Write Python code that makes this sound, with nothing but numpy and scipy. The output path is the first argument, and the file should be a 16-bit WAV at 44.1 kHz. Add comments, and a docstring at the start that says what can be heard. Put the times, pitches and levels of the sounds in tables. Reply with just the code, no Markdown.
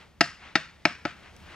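"""A forest clearing, a few metres from an upright bamboo pole, a little left of the microphones.
A large blade chops into it four times. Each blow splits fibres with a short crack and rings the
hollow pole, the air inside and, faintly, the steel; the trees all around answer.
Between the blows: soft dry rustles, a few ticks, faint forest hiss and a low rumble."""
import sys
import numpy as np
from scipy import signal
from scipy.fft import rfft, irfft, next_fast_len
from scipy.io import wavfile
from scipy.ndimage import map_coordinates

SR = 44100
rng = np.random.default_rng(int(sys.argv[2]) if len(sys.argv) > 2 else 0)


def bounce(signal):
    """Save signal as a 16-bit WAV file at the path given by the first command-line argument."""
    frames = np.transpose(np.atleast_2d(signal))
    limited = np.clip(frames, -1, 1)
    pcm = np.round(limited * 32767).astype(np.int16)
    wavfile.write(sys.argv[1], SR, pcm)


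N = 68355

# How alike diffuse sound is at the two microphones: freq_hz, correlation
STEREO_LIKENESS = [(80, 0.99), (350, 0.34), (1200, 0.99), (2800, 0.81), (6000, 1), (12000, .3)]
# Left microphone over right, scaled by each sound's share: freq_hz, level_db / freq_hz, lead_rad
LEFT_LEVEL = [(100, -0.9), (300, 1), (700, 2.1), (1300, 3.5), (2400, 2.5), (4400, 2.5), (8000, 1),
              (15000, -.5)]
LEFT_LEAD = [(60, 0.11), (160, 0.39), (330, 0.62), (650, .03), (1800, 0.35), (3000, 0.63), (4200, 1.47),
             (8000, 1.73), (14000, 2.3)]
# Colours of the forest bed and the dry litter: freq_hz, level_db
HISS_COLOUR = [(40, -9.5), (150, -1.5), (300, 1.5), (700, -1.5), (1300, -5.5), (2100, -5.5), (3200, -8.5),
               (5500, -15), (8000, -22), (11500, -31), (15500, -52)]
RUMBLE_COLOUR = [(20, -28), (45, -2.5), (62, -6.5), (76, -1.5), (95, -6.5), (135, -8), (220, -10),
                 (500, -46)]
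RUSTLE_COLOUR = [(150, -4.5), (500, -3.5), (900, -0.5), (1400, 1), (2100, 2), (3200, -3.5), (5500, -16.5),
                 (8000, -26), (11500, -44), (15500, -60)]
TICK_COLOUR = [(500, -25), (2000, -3), (5000, -2), (9000, -8), (15000, -25)]
# Slow rise and fall of the forest bed: time_s, level_db
HISS_CONTOUR = [(0, -55), (.15, -64.5), (.5, -60.5), (.8, -60.5), (1.15, -57), (1.35, -55.5), (1.55, -54)]
RUMBLE_CONTOUR = [(0, -59.5), (.5, -62), (1.0, -59.5), (1.15, -57.5), (1.3, -59), (1.42, -51.5),
                  (1.55, -56.5)]
# Swells of dry rustling: peak_s, half_width_s, level_db
RUSTLE_SWELLS = [(.005, 0.036, -52), (0.464, 0.049, -47.5), (1.258, 0.033, -51), (1.531, 0.066, -48.5)]
# Single dry leaves: start_s, level_db
LEAF_TICKS = [(1.207, -64), (1.365, -46), (1.403, -53)]
# Colours of the trees' answer, its formless wash and the fibres' crack: freq_hz, level_db
ECHO_COLOUR = [(100, -3), (170, 3), (330, -19.5), (750, -16.5), (1100, -7), (1650, -8), (2700, -5.5),
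               (3600, -5), (5400, -4), (7500, 0.5), (11000, -3), (15500, -18)]
WASH_COLOUR = [(100, -24), (170, -8), (400, -8.5), (700, -14), (1050, -3.5), (1600, 3), (2700, -2),
               (3600, -7.5), (5400, -19), (7500, -21), (11000, -45), (15500, -51)]
CRACK_COLOUR = [(100, -44), (400, -30), (600, 4.5), (850, -6), (1050, -8), (1350, 0), (1900, 2), (2750, -1),
                (3300, -10), (4400, -3.5), (5600, -7.5), (7000, -22.5), (11000, -33), (15500, -50)]
# Modes of the steel and of the bamboo: pitch_hz, level_db, t60_s
BLADE_MODES = [(5570, -51, 0.22), (5330, -62, .25)]
POLE_MODES = [(185.3, -22.5, 0.042), (249.5, -18.5, 0.039), (305.3, -10.5, 0.035), (594, -28, 0.083),
              (836, -18, 0.04), (873, -23, .025), (1314, -13.5, 0.033), (1350, -23, 0.011),
              (1770, -30, .028), (2251, -17.5, 0.034), (2430, -17.5, 0.024), (2695, -22, 0.041),
              (3517, -37, 0.023), (4960, -25, 0.029)]
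# Where the bounce off the ground cancels the direct sound: centre_hz, half_width_hz, gain_db
GROUND_NOTCHES = [(458, 45, -13), (1142, 75, -6)]
# Strips that the edge splits loose: start_s, pitch_hz, level_db
LOOSE_STRIPS = [(.2095, 1875, -9.5), (.2095, 1580, -49), (.2095, 2743, -14), (.2095, 500, -22),
                (.5555, 830, -26), (.556, 1845, -20.5), (.556, 3690, -16.5), (.8535, 2150, -22),
                (.8535, 1068, -33), (1.0535, 1380, -24)]
# The four blows: start_s, knock_db, tube_hz, tube_db, upper_db, crack_db, treble_db, bite_s, wash_db
BLOWS = [(0.2078, 0.5, 692, -19, -12.5, -11.5, 2.5, 0.0038, -2),
         (0.5541, -1.5, 652, -26.5, 1, -18, -0.5, 0.0058, -3),
         (0.8524, 0, 704, -23.5, 1.5, -12, -2.5, 0.0028, -2),
         (1.0516, -5, 704, -30, -27, -23.5, -4, 0.0033, -6.5)]


def amp(db):
    """Decibels to gain."""
    return 10 ** (np.asarray(db) / 20)


def unit(x):
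    """Scale to rms 1."""
    return x / np.sqrt(np.mean(x ** 2) + 1e-20)


def along(points, hz):
    """Read (freq_hz, value) points on a log axis."""
    freqs, values = np.transpose(points)
    return np.interp(np.log(hz + 1), np.log(freqs + 1), values)


def since(s):
    """Seconds since s, zero before it."""
    return np.maximum(np.arange(N) / SR - s, 0)


def level(points):
    """Gain per sample from (time_s, level_db) points."""
    return amp(np.interp(since(0), *np.transpose(points)))


def wobble(rate_hz):
    """A smooth random curve, rate_hz knots a second."""
    knots = rng.standard_normal(int(N * rate_hz / SR) + 4)
    return map_coordinates(knots, [np.arange(N) * rate_hz / SR])


def filtered(x, response):
    """Filter x by a complex response of frequency."""
    size = 2 * next_fast_len(N // 2 + 4096, True)
    return irfft(rfft(x, size) * response(np.fft.rfftfreq(size, 1 / SR)), size)[..., :N]


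def causal(db):
    """A minimum-phase response with this colour and unit power."""
    cepstrum = irfft(np.log(unit(amp(db))))
    half = len(cepstrum) // 2
    cepstrum[1:half] *= 2
    cepstrum[half + 1:] = 0
    return np.exp(rfft(cepstrum))


def placed(x, level_share, lead_share):
    """Sound from the left is louder and earlier at the left microphone."""
    side = np.array([[.5], [-.5]])
    return filtered(x, lambda hz: amp(side * level_share * along(LEFT_LEVEL, hz))
                    * np.exp(1j * side * lead_share * along(LEFT_LEAD, hz)))


def diffuse(colour):
    """Coloured noise from all around, leaning left, at rms 1."""
    def mid_side(hz):
        width = np.arccos(np.clip(along(STEREO_LIKENESS, hz), -1, 1)) / 2
        return amp(along(colour, hz)) * [np.cos(width), np.sin(width)]
    mid, side = filtered(rng.standard_normal((2, N)), mid_side)
    return unit(placed(np.array([mid + side, mid - side]), level_share=.7, lead_share=.75))


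def forest_bed(hum_hz=75.5, waver_hz=3, hum_db=-5):
    """All around the microphones: faint hiss over a low rumble with a wavering hum."""
    pitch_hz = hum_hz + waver_hz * wobble(24)
    hum = amp(hum_db) * np.sqrt(2) * np.sin(2 * np.pi * np.cumsum(pitch_hz) / SR)
    hiss = level(HISS_CONTOUR) * diffuse(HISS_COLOUR)
    return hiss + level(RUMBLE_CONTOUR) * (diffuse(RUMBLE_COLOUR) + hum)


def litter(tick_t60_s=.012):
    """Dry thatch and leaves rustle in soft swells and tick now and then."""
    swells = sum(amp(db) * np.exp(-.5 * ((since(0) - s) / width) ** 2) for s, width, db in RUSTLE_SWELLS)
    ticks = sum((since(s) > 0) * amp(db - 60 * since(s) / tick_t60_s) for s, db in LEAF_TICKS)
    return swells * diffuse(RUSTLE_COLOUR) + ticks * diffuse(TICK_COLOUR)


def reflections(s, rise_s=.0075, near_t60_s=.33, far_db=-12, far_t60_s=.62, grain_db=2):
    """Envelope of the returns: many uneven ones from near trunks, then the far wood lingers."""
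    t = since(s)
    fade = np.hypot(amp(-60 * t / near_t60_s), amp(far_db - 60 * t / far_t60_s))
    grain = unit(amp(grain_db * wobble(400)))
    return (1 - np.exp(-t / rise_s)) * fade * grain


def tree_echo(blow, s, wash_db):
    """The trees around the clearing return a coloured copy of the blow inside a formless wash."""
    tail = unit(reflections(0) * diffuse([(1, 0)])) / np.sqrt(N)  # white, unit energy
    returns = signal.fftconvolve(blow[None], tail, axes=1)[:, :N]
    answer = filtered(returns, lambda hz: amp(along(ECHO_COLOUR, hz) - 10))
    wash = amp(wash_db - 30.5) * reflections(s) * diffuse(WASH_COLOUR)
    return answer + wash


def ring(s, hz, db, t60_s, rise_cycles=.39, lag_at_1khz_s=.00053):
    """One damped mode builds over part of a cycle; lower bending waves arrive later."""
    t = since(s + lag_at_1khz_s * np.sqrt(1000 / hz))
    return amp(db - 60 * t / t60_s) * (1 - np.exp(-t * hz / rise_cycles)) * np.sin(2 * np.pi * hz * t)


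def blade(s, upper_db):
    """The steel rings faintly after the blow."""
    return sum(ring(s, hz, db + upper_db, t60_s) for hz, db, t60_s in BLADE_MODES)


def splinters(s):
    """Strips split loose by the blow at s ring at their own pitches."""
    return sum(ring(at, hz, db, t60_s=.029) for at, hz, db in LOOSE_STRIPS if abs(at - s) < .05)


def crack(s, db, treble_db, bite_s, rise_s=.0005, t60_s=.027, spread_db=.5, pivot_hz=2900):
    """Fibres snap in a dense, uneven burst while the edge goes in, then die away."""
    def colour(hz):
        tilt_db = treble_db * np.tanh(2 * np.log((hz + 1) / pivot_hz))
        return causal(along(CRACK_COLOUR, hz) + tilt_db)
    envelope = (1 - np.exp(-since(s) / rise_s)) * amp(-60 * since(s + bite_s) / t60_s)
    snaps = unit(amp(spread_db * wobble(2000)) * rng.standard_normal(N))
    return amp(db) * filtered(envelope * snaps, colour)


def hollow(x):
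    """The blow's bounce off the ground cancels it in narrow bands, making the knock hollow."""
    def notches_db(hz):
        return sum(db * np.exp(-.5 * ((hz - centre) / width) ** 2) for centre, width, db in GROUND_NOTCHES)
    return filtered(x, lambda hz: causal(notches_db(hz)))


def pole(s, knock_db, upper_db, upper_hz=1550, scatter_db=.5, low_cut_hz=125):
    """Hand and ground damp the pole; each blow sets how strongly its low knock and upper modes ring."""
    modes = np.zeros(N)
    for hz, db, t60_s in POLE_MODES:
        drive_db = upper_db if hz > upper_hz else knock_db
        modes += ring(s, hz, db + drive_db + scatter_db * rng.standard_normal(), t60_s)
    return signal.sosfilt(signal.butter(2, low_cut_hz, 'highpass', fs=SR, output='sos'), modes)


def chops():
    """The blows reach the microphones from one spot on the left, their echo from all around."""
    direct, around = np.zeros(N), np.zeros((2, N))
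    for s, knock_db, tube_hz, tube_db, upper_db, crack_db, treble_db, bite_s, wash_db in BLOWS:
        tube = ring(s, tube_hz, tube_db, t60_s=.1)  # the air inside the pole
        ringing = pole(s, knock_db, upper_db) + tube + splinters(s) + blade(s, upper_db)
        blow = ringing + crack(s, crack_db, treble_db, bite_s)
        direct += blow
        around += tree_echo(blow, s, wash_db)
    return placed(hollow(direct), level_share=1, lead_share=.92) + around


def scene():
    """The clearing, heard a few metres from the pole."""
    return chops() + litter() + forest_bed()


def record(dry, ceiling=.92, top_hz=15750):
    """The loudest peaks are softly rounded and the highest treble is cut off."""
    rounded = dry / (1 + np.abs(dry / ceiling) ** 6) ** (1 / 6)
    return filtered(rounded, lambda hz: hz < top_hz)


dry = scene()
out = record(dry)
bounce(out)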